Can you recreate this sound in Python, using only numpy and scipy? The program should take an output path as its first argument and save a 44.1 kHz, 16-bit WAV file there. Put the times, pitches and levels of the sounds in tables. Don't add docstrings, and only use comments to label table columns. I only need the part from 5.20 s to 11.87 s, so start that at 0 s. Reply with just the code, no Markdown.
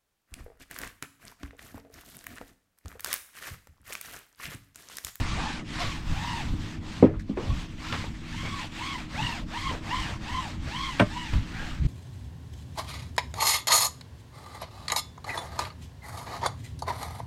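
import sys
import numpy as np
from scipy import signal
from scipy.fft import rfft, irfft, next_fast_len
from scipy.io import wavfile
from scipy.ndimage import uniform_filter1d

SR = 44100
rng = np.random.default_rng(int(sys.argv[2]) if len(sys.argv) > 2 else 0)


def gain_from_db(level_db):
    decades = np.asarray(level_db, float) / 20
    return 10 ** decades


def to_wav(s):
    ch = np.atleast_2d(s).T
    pcm = np.round(np.clip(ch, -1, 1) * 32767)
    wavfile.write(sys.argv[1], SR, pcm.astype(np.int16))


N = 294147

# fastest moment in seconds, speeding up in seconds, slowing down in
# seconds, ridges crossed per second in Hz, tone level in dB.
RIDGE_STROKES = [(0.121, 0.19, 0.17, 1170, -51), (.23, 0.099, 0.35, 857, -44.5),
                 (.615, 0.068, 0.066, 704, -44.5), (1.075, 0.235, 0.21, 949, -44),
                 (3.3, .26, 0.22, 1118, -48.5), (3.69, 0.18, 0.18, 1110, -44),
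                 (4.05, 0.15, 0.23, 963, -42.5), (4.43, 0.16, 0.18, 1091, -41.5),
                 (4.765, 0.14, 0.23, 1039, -41.5), (5.16, .18, 0.2, 1035, -41),
                 (5.63, 0.21, 0.24, 1088, -42), (5.99, 0.18, 0.23, 974, -47.5),
                 (6.42, 0.21, 0.15, 812, -55), (2.33, .2, 0.054, 1140, -52), (2.72, 0.19, 0.33, 1086, -53),
                 (.67, .2, 0.19, 1138, -47.5), (2.7, .2, 0.24, 1368, -52.5)]
ARM_SWINGS = [(2.4, 2.4, 1), (2.4, 2.4, 1), (2.4, 2.4, 1), (2.2, 4.5, .5), (3.4, 3, .6), (2.4, 2.4, 1),
              (2.4, 2.4, .9), (2.4, 3, 1.1), (2.4, 2.4, .9), (2.4, 2.4, 1.1), (2.4, 2.4, .75),
              (2.4, 2.4, 1.5), (2.4, 2.4, 1), (2.4, 2.4, 1), (2.4, 2.4, 1), (2.4, 2.4, 1), (2.4, 2.4, 1)]


def evened(x):
    return x / np.sqrt(np.mean(x ** 2) + 1e-20)


def read(points, hz):
    f, value = np.transpose(points)
    return np.interp(np.log(hz + 1), np.log(f + 1), value)


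def add(mix, s, sound):
    part = mix[round(s * SR):][:len(sound)]
    part += sound[:len(part)]


def drift(count, span):
    wide = max(int(span), 1)
    wander = uniform_filter1d(rng.standard_normal(count), wide)
    return evened(uniform_filter1d(wander, wide))


def resonate(x, hz, width):
    turn = np.exp(2j * np.pi * hz * np.arange(len(x)) / SR)
    r = np.exp(-np.pi * width / SR)
    return 2 * (turn * signal.lfilter([1 - r], [1, -r], x / turn)).real


def coloured(x, points):
    size = next_fast_len(len(x))
    gain = gain_from_db(read(points, np.fft.rfftfreq(size, 1 / SR)))
    return evened(irfft(rfft(x, size) * gain, size)[:len(x)])


def speed(t, fastest, speeding, slowing, square):
    length = np.where(t < fastest, speeding, slowing)
    return np.maximum(1 - abs((t - fastest) / length) ** square, 0)


def comb(hz, t):
    *swing, top_hz, db = np.transpose(RIDGE_STROKES)[:, :, None]
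    early_square, late_square = np.transpose(ARM_SWINGS)[:2, :, None]
    pace = speed(t, *swing, np.where(t < swing[0], early_square, late_square))
    firm = np.clip((pace - .65) / .25, 0, 1) * np.clip((db + 54) / 9, 0, 1)
    best = firm.argmax(0), np.arange(len(t))
    order = np.maximum(hz[:, None] / np.maximum((top_hz * pace)[best], 300), .5)
    under_db = -3.5 * np.clip(4 - 5 * order, 0, 1)
    reach = np.clip(np.minimum(hz / 300 - 1, 2 - 1.46 * hz / 3400), 0, 1)
    return firm[best] * (3.5 * np.cos(2 * np.pi * order) + under_db) * reach[:, None]


def hiss(spread_db=1.5, patchy_db=1.5, flicker_db=0.5):
    # fastest moment in seconds, speeding up in seconds, slowing down in seconds, bristle hiss in dB,
    # deck boom relative to it in dB.
    strokes = [(.15, 0.45, 0.19, -39.5, 3), (.33, 0.2, 0.092, -41, 2), (0.631, 0.19, 0.21, -40, -3.5),
               (1.1, 0.3, 0.24, -40, 0), (1.33, 0.072, 0.066, -51.5, 5), (1.481, 0.14, 0.11, -46, 0),
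               (1.76, 0.15, 0.11, -45.5, 3.5), (2.005, 0.01, 0.013, -66, -10),
               (2.11, 0.031, 0.027, -56.5, 10), (2.25, 0.09, 0.12, -46.5, -2),
               (2.41, 0.12, 0.057, -44.5, -1), (2.53, 0.081, 0.031, -52.5, -2),
               (2.732, 0.17, 0.19, -41.5, -5), (2.97, 0.19, 0.17, -53.5, 2.5),
               (3.23, 0.21, 0.28, -42.5, -8), (3.42, 0.073, 0.062, -41.5, -2),
               (3.67, 0.18, 0.21, -40.5, -2), (4.07, .19, 0.17, -39, 0.5), (4.44, 0.17, 0.17, -40, -1),
               (4.791, 0.18, .2, -39.5, 2), (5.16, 0.17, 0.23, -41, 1), (5.64, 0.26, 0.29, -41, -3.5),
               (5.99, 0.15, 0.29, -43, -5), (6.442, 0.26, 0.18, -45.5, -1), (6.72, 0.12, .1, -47.5, -3)]
    # frequency in Hz, density in dB per Hz.
    bristles = [(200, -18), (380, -16), (700, -12.5), (1030, -5.5), (1800, 4), (3380, 1), (6000, -8),
                (8300, -13), (9200, -22.5), (10200, -20.5), (11200, -29.5), (12200, -26), (14000, -30),
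                (15600, -35)]
    # time in seconds, gain at the top in dB.
    shadow = [(0, -45), (.42, -40), (.52, -10), (.62, -9), (.7, 0), (.8, 5), (1.8, -4), (2.3, 2), (2.6, 1),
              (5.9, 0), (6.67, 7)]
    flicks = rng.standard_normal(N) * gain_from_db(spread_db * np.minimum(rng.exponential(1, N), 5))
    hz, t, z = signal.stft(coloured(flicks, bristles), SR, nperseg=256, noverlap=192)
    *swing, top_db, boom_db = np.transpose(strokes)[:, :, None]
    pace = speed(t, *swing, 2.11)
    boom_lift_db = boom_db + 3.5 - 5.5 * pace ** 4
    laws = [(boom_lift_db, 1, -66, 430, 1200),
            (4, 0.98, -60.5, 1300, 3500),
            (0, 1, -64.5, 3600, 8000)]
    field = np.zeros(z.shape)
    for (lift_db, power, rest_db, lo, hi), centre in zip(laws, np.eye(3)):
        energy = ((gain_from_db(top_db + lift_db) * pace ** power) ** 2).sum(0) + gain_from_db(rest_db) ** 2
        level_db = 10 * np.log10(uniform_filter1d(energy, size=35))
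        band = z[(hz > lo) & (hz < hi)]
        share_db = 10 * np.log10(2 * (abs(band) ** 2).sum(0).mean())
        weight = np.interp(hz, [900, 1500, 3000, 4500], centre[[0, 1, 1, 2]])
        field += weight[:, None] * (level_db - share_db)
    top = np.clip((hz - 10000) / 5000, 0, 1) ** 2
    field += np.outer(top, np.interp(t, *np.transpose(shadow)))
    patches = uniform_filter1d(rng.standard_normal(z.shape), 4, 0)
    patches = evened(uniform_filter1d(patches, 30, 1))
    field += patchy_db * np.clip(patches, -2, 2) * np.clip(hz / 1500, .3, 1)[:, None]
    field += flicker_db * drift(count=len(t), span=5.5) - 3.0 + comb(hz, t)
    return signal.istft(z * gain_from_db(field), SR, nperseg=256, noverlap=192)[1][:N]


def wind():
    # crest in seconds, length in seconds, buffet in dB, flutter in dB.
    gusts = [(0.0, 0.039, -20, -26), (0.155, 0.12, -31, -36.5), (0.665, 0.083, -32, -36),
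             (0.864, .05, -35, -49), (0.919, 0.043, -24.5, -29), (1.027, 0.056, -42, -35),
             (1.135, 0.11, -44, -37.5), (1.25, 0.037, -41, -48), (1.324, 0.07, -26, -30.5),
             (1.643, .03, -41, -53), (1.885, 0.06, -42, -26), (2.207, 0.07, -39, -48),
             (2.31, 0.036, -43, -26), (2.355, 0.033, -28.5, -38.5), (2.567, 0.029, -35.5, -57),
             (2.76, 0.04, -48, -33.5), (2.912, 0.064, -36.5, -39.5), (3.242, 0.077, -35, -35.5),
             (3.85, .15, -46.5, -58), (4.035, 0.051, -35.5, -32.5), (4.235, 0.047, -35.5, -36.5),
             (4.49, 0.099, -40, -35), (4.675, .06, -52, -44), (4.823, .11, -36, -34),
             (5.15, 0.097, -40, -44), (5.463, 0.17, -37.5, -37), (5.9, 0.05, -35.5, -37),
             (6.17, 0.04, -26, -28), (6.367, 0.12, -41, -40.5), (6.54, 0.24, -37, -57),
             (6.67, 0.053, -39.5, -28.5)]
    # frequency in Hz, density in dB per Hz.
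    buffet_colour = [(12, 13.5), (30, 15), (60, 14.5), (85, 0), (130, -49)]
    # frequency in Hz, density in dB per Hz.
    flutter_colour = [(50, -28), (85, 10), (120, 4.5), (180, 0.5), (300, -8.5), (450, -86)]
    s, length, buffet_db, flutter_db = np.transpose(gusts)[:, :, None]
    t = np.arange(0, N / SR + .01, .005)
    fall_db = -7.5 * abs(t - s) / length

    def gusting(db, calm_db):
        power = (gain_from_db(db + fall_db) ** 2).sum(0) + gain_from_db(calm_db) ** 2
        return np.interp(np.arange(N) / SR, t, np.sqrt(power))

    lumps = gain_from_db(2 * np.clip(-drift(count=N, span=1100), -2, 1.3))
    low = coloured(rng.standard_normal(N), buffet_colour)
    high = coloured(rng.standard_normal(N), flutter_colour)
    return gusting(buffet_db, -45.5) * low + gusting(flutter_db, -46.5) * high * lumps


def harbour(waver=0.01996, swell_db=2.5):
    # frequency in Hz, level in dB.
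    drone = [(160, -52), (224, -53), (250, -53.5), (313, -52)]
    # frequency in Hz, density in dB per Hz.
    air = [(100, -4), (200, 3), (330, -1), (420, -11), (1400, -34.5), (3000, -70)]
    # frequency in Hz, density in dB per Hz.
    air_top = [(3000, -40), (8000, -52), (11500, -70), (15600, -88)]
    # time in seconds, level in dB.
    wash = [(0.0, -42), (1.04, -47.5), (1.36, -43.5), (1.56, -43.5), (2.08, -47.5), (2.56, -47.5),
            (2.79, -44), (2.88, -45.5), (4.42, -45), (4.57, -45), (5.52, -46), (6.02, -44), (6.2, -48),
            (6.43, -44), (6.58, -49), (6.67, -37.5)]
    air_db = -48.5
    out = gain_from_db(air_db) * coloured(rng.standard_normal(N), air) * gain_from_db(2.7 * drift(count=N, span=850))
    treble = [(1000, -60), (1500, -40)] + air_top
    out += gain_from_db(air_db - 40) * coloured(rng.standard_normal(N), treble)
    for hz, db in drone:
        turns = np.cumsum(hz * (1 + waver * np.clip(drift(count=N, span=2090), -2, 2))) / SR
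        level = gain_from_db(db + swell_db * np.clip(drift(count=N, span=1240), -2, 1))
        out += level * np.sqrt(2) * np.sin(2 * np.pi * turns)
    return out * gain_from_db(np.interp(np.arange(N) / SR, *np.transpose(wash)) + 46)


def flick(s, db, hz, width, t60):
    t = np.arange(SR // 3) / SR
    puff = rng.standard_normal(len(t)) * gain_from_db(2.7 * drift(count=len(t), span=90))
    puff = resonate(resonate(puff, hz, width), hz, width)
    puff = evened(resonate(resonate(puff, 0, 2 * (hz + width)), 0, 3 * (hz + width)))
    onset = (1 - np.exp(-t / (0.0012 + 0.025 * t60 ** 3))) ** 2
    return s, gain_from_db(db - 60 * t / t60) * puff * onset


def flicks_and_rubs(mix):
    # start in seconds, level in dB, centre in Hz, width in Hz, t60 in seconds.
    seams = [(0.61, -34, 1240, 2500, 0.44), (1.826, -19.5, 415, 302, 0.25), (1.824, -37, 1030, 1600, 0.27),
             (1.936, -41.5, 990, 1200, 0.13), (1.993, -42, 1750, 600, 0.084),
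             (1.993, -51, 4700, 5600, 0.11), (2.093, -54.5, 2480, 4000, .12),
             (2.168, -28.5, 360, 297, 0.31), (2.169, -36.5, 810, 850, 0.35), (2.17, -39, 2030, 780, 0.088),
             (2.25, -42, 605, 300, 0.49), (3.435, -39.5, 720, 600, 0.14), (4.89, -39, 590, 460, 0.19),
             (.17, -37, 610, 300, 0.13), (0.59, -35, 4150, 3240, 0.56), (1.827, -26, 577, 180, 0.18),
             (2.301, -34, 1120, 65, 0.11), (2.721, -29, 1600, 3400, 0.25), (2.84, -35, 810, 1200, 0.094),
             (3.25, -35.5, 1100, 2100, 0.21), (4.503, -33, 705, 1000, 0.19), (4.53, -31.5, 550, 600, 0.16),
             (0.0, -30, 800, 1200, .06), (0.0, -48, 9000, 9000, .05), (5.783, -38, 1700, 2500, .3),
             (5.797, -54, 11500, 5000, .08), (2.17, -35, 700, 900, .08), (.585, -37, 1000, 1300, 0.38),
             (5.7954, -18.5, 1730, 2460, 0.086), (6.128, -36, 1490, 3800, 0.31),
             (6.33, -37.5, 1580, 800, 0.8)]
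    # start in seconds, level in dB, centre in Hz, width in Hz,
    # t60 in seconds.
    more_flicks = [(6.128, -58, 11000, 5000, .08), (.612, -36, 2200, 2500, .1), (2.745, -37, 1500, 1700, .08),
                   (2.185, -46, 1300, 1200, .15), (1.825, -37, 2100, 900, .06),
                   (1.838, -41, 1650, 1300, 0.27), (3.935, -44, 580, 110, .15), (4.22, -46.5, 530, 200, 0.18),
                   (5.46, -44.5, 570, 200, 0.16), (6.4, -43, 550, 180, 0.23), (3.23, -41, 600, 440, .2),
                   (2.17, -33, 337, 150, .25), (3.78, -39, 2200, 900, 0.23), (4.49, -39, 2200, 1500, 0.23),
                   (.6, -38, 3000, 1600, .2), (1.845, -45, 2200, 1600, .15), (2.73, -35, 990, 500, .15),
                   (2.6, -44.5, 950, 400, 0.66), (0.55, -40, 950, 350, 0.22), (.18, -35, 1150, 500, 0.51),
                   (4.84, -41, 2000, 1600, .4)]
    for row in seams + more_flicks:
        add(mix, *flick(*row))


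def thump(s, db, hz, t60, cycles=0.48):
    t = np.arange(SR // 2) / SR
    onset = 1 - np.exp(-t * hz / cycles)
    return s, gain_from_db(db - 60 * t / t60) * np.sin(2 * np.pi * hz * t) * onset


def thumps(mix):
    # start in seconds, peak in dB, frequency in Hz, t60 in seconds.
    blows = [(5.812, -16.5, 107, 0.2), (0.969, -24.5, 95, 0.23), (0.0173, -15.5, 90.5, .05),
             (1.585, -21, 85.5, 0.083), (1.961, -21, 45.3, 0.21), (2.097, -17.5, 207, 0.11),
             (2.097, -21, 258, 0.086), (2.263, -36, 110, .08), (2.293, -11.5, 71.6, 0.099),
             (2.31, -17, 38.8, 0.24), (6.125, -31, 60, .04), (6.134, 2, 85, 0.025),
             (6.153, -12.5, 49.2, 0.26), (6.183, -11.5, 49.5, 0.099), (6.597, -15, 65.9, 0.18),
             (6.647, -10.5, 56.3, 0.37), (6.618, -19, 138, 0.13), (6.65, -15, 128, 0.11)]
    # start in seconds, peak in dB, frequency in Hz, t60 in seconds, rise in cycles.
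    first_touch = (1.8257, 1, 480, .02, .6)
    for row in blows + [first_touch]:
        add(mix, *thump(*row))


def singing(fastest, speeding, slowing, top_hz, db, second_db, third_db, late_db,
            early_square, square, early_loss, slip=.021, spread=.015, uneven_db=3.5):
    # time in seconds, length in seconds,
    # gain of the first tone in dB.
    catches = [(0.275, 0.035, 1.5), (1.09, .03, 1), (1.17, 0.032, 3), (3.423, 0.031, 11.5),
               (3.636, 0.027, 7.5), (3.804, 0.026, 7), (4.006, 0.015, 5), (4.197, 0.02, -3),
               (4.372, 0.016, 6), (4.414, 0.02, -7), (4.498, 0.02, 8), (4.75, 0.032, 5), (4.86, 0.028, -12),
               (5.2, 0.02, 6.5), (5.227, 0.0098, -10), (5.305, 0.023, 2), (5.693, 0.02, 4.5),
               (5.974, 0.012, 6.5)]
    slow_loss_db = [-34, -24, -28]
    breaks_db = [3.0, 5.0, 5.0, 5.0]
    t = fastest + np.arange(-SR // 2, SR // 2) / SR
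    pace = speed(t, fastest, speeding, slowing, np.where(t < fastest, early_square, square))
    lost_speed = (1 - pace) * np.where(t > fastest, 1.7, early_loss)
    first_db = late_db * (t - fastest) / (speeding + slowing) * 2
    for s, length, gain_db in catches:
        first_db = first_db + gain_db * np.exp(-.5 * ((t - s) / length) ** 2)
    tones_db = [first_db, second_db, third_db, third_db - 13]
    heights = []
    for tone_db, loss_db, break_db in zip(tones_db, slow_loss_db + slow_loss_db[-1:], breaks_db):
        breaking_db = break_db * np.clip(drift(count=len(t), span=710), -2, 1)
        heights.append(gain_from_db(db + tone_db + loss_db * lost_speed + breaking_db))
    out = np.zeros(len(t))
    for start, side in zip(rng.random(5), np.linspace(-1, 1, 5)):
        rate = top_hz * pace * (1 + spread * side + slip * drift(count=len(t), span=371))
        turns = start + np.cumsum(rate) / SR
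        ticks = sum(height * np.cos(2 * np.pi * k * turns) for k, height in enumerate(heights, 1))
        out += ticks * gain_from_db(uneven_db * drift(count=len(t), span=148))
    out *= gain_from_db(-1.5) * np.clip((pace - 0.47) / 0.064, 0, 1)
    return max(t[0], 0), out[t >= 0]


def singing_strokes(mix):
    # second tone in dB, third tone in dB, gain of the first tone from early to late in dB.
    voices = [(-5, -16, 4), (-7, -12, -12), (-14, -3, 12), (-11, -9, 6), (-5, -9, 4), (-5, -7.5, 4),
              (-7, 0, 3), (-6, -6.5, -0.5), (-10, -4.5, 3), (-10.5, -7.5, 11), (-6.5, -3, 2), (-5, -1.5, 1),
              (0, -4, 12), (-19, -6, -1), (-20, -9, 2), (-20, -21, 2), (-26, -12, 9)]
    for row, voice, swing in zip(RIDGE_STROKES, voices, ARM_SWINGS):
        add(mix, *singing(*row, *voice, *swing))


def knock(modes, s, db, contact_ms, ring, lag=0.0784, cycles=0.67):
    t = np.arange(SR // 2) / SR
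    hz, level_db, t60 = np.transpose(modes)[:, :, None]
    since = np.maximum(t - lag * (1 / np.sqrt(hz) - 1 / np.sqrt(hz.max())), 0)
    swell = 1 - np.exp(-since * hz / cycles)
    decay = gain_from_db(level_db - 60 * since / (t60 * ring))
    body = (decay * swell * np.sin(2 * np.pi * hz * since)).sum(0)
    push = np.sin(np.pi * np.clip(t[:400] * 1000 / contact_ms, 0, 1))
    radiated = signal.butter(2, [70, 10500], "band", fs=SR)
    sound = signal.lfilter(*radiated, signal.oaconvolve(body, push))
    return s, gain_from_db(db) * sound / abs(sound).max()


def hull_knocks(mix):
    # frequency in Hz, level in dB, t60 in seconds.
    hull_modes = [(150, -18, .15), (209.6, -7, .1), (264, -4, .11), (319, -13, .2), (400, -10, .08),
                  (475, -13, .055), (521, -13.5, .076), (575, -12.5, .036), (765, -30, .12), (950, -25, .1),
                  (1040, -28, .1), (2050, -36, .05), (1270, -32, .1)]
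    # start in seconds, blow in dB, contact in ms, ring length as a factor.
    taps = [
        (1.8375, -23, 1.1, 0.37),
        (1.864, -23.5, 0.86, 0.9),
        (1.335, -23, 2.26, 0.42),
        (2.094, -26.5, 1.16, 1.2),
        (1.6, -42, 5.8, 0.73),
    ]
    # start in seconds, blow in dB, contact in ms, ring length as a factor.
    hard_knock = (1.8279, -3.5, .5, 1.1)
    for row in taps + [hard_knock]:
        add(mix, *knock(hull_modes, *row, lag=0, cycles=.47))


def latch_clatter(mix):
    # frequency in Hz, level in dB, t60 in seconds.
    latch_modes = [(107, 3.5, 0.11), (196.5, 6.5, 0.084), (286, 8, 0.057), (595, 4, 0.11),
                   (655, -1.5, 0.14), (964, -2.5, 0.079), (1200, -10, 0.18), (1350, -1, 0.087),
                   (1542, -1.5, 0.097), (1844, -1, .08), (2380, 5, 0.019), (3410, -4.5, 0.059),
                   (4700, -16, .03), (8500, -2, 0.15), (9800, -3, .07)]
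    # frequency in Hz, level in dB, t60 in seconds.
    plate_modes = [(247.4, 5.5, 0.082), (416, -8.5, 0.11), (890, -13, 0.089), (1053, -4.5, .1),
                   (1920, -21, 0.066), (2770, -4, .04), (3080, -8, .04), (4100, -18, .03), (8700, -5, .07),
                   (9200, -10, .04)]
    # start in seconds, blow in dB, contact in ms, ring length as a factor.
    clatter = [
        (5.7927, -25, 0.16, 0.45),
        (5.796, -8.5, 0.22, 0.86),
        (5.799, -34, 0.39, 1.),
        (5.803, -11.5, 0.53, 0.8),
        (5.807, -10.5, 0.77, 0.59),
        (5.812, -12.5, 0.47, 0.99),
        (5.822, -18, 0.65, 0.65),
    ]
    for row in clatter:
        add(mix, *knock(latch_modes + plate_modes, *row))


def scene():
    mix = hiss() + wind() + harbour()
    flicks_and_rubs(mix)
    thumps(mix)
    singing_strokes(mix)
    hull_knocks(mix)
    latch_clatter(mix)
    return mix[None]


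def low_pass(x):
    return signal.sosfilt(signal.butter(12, 15640, fs=SR, output="sos"), x)


def record(dry):
    fade = np.minimum(np.arange(N)[::-1] / 250, 1)
    ceiling = .9
    mix = dry * fade / (1 + (dry / ceiling) ** 6) ** (1 / 6)
    return low_pass(mix)


dry = scene()
out = record(dry)
to_wav(out)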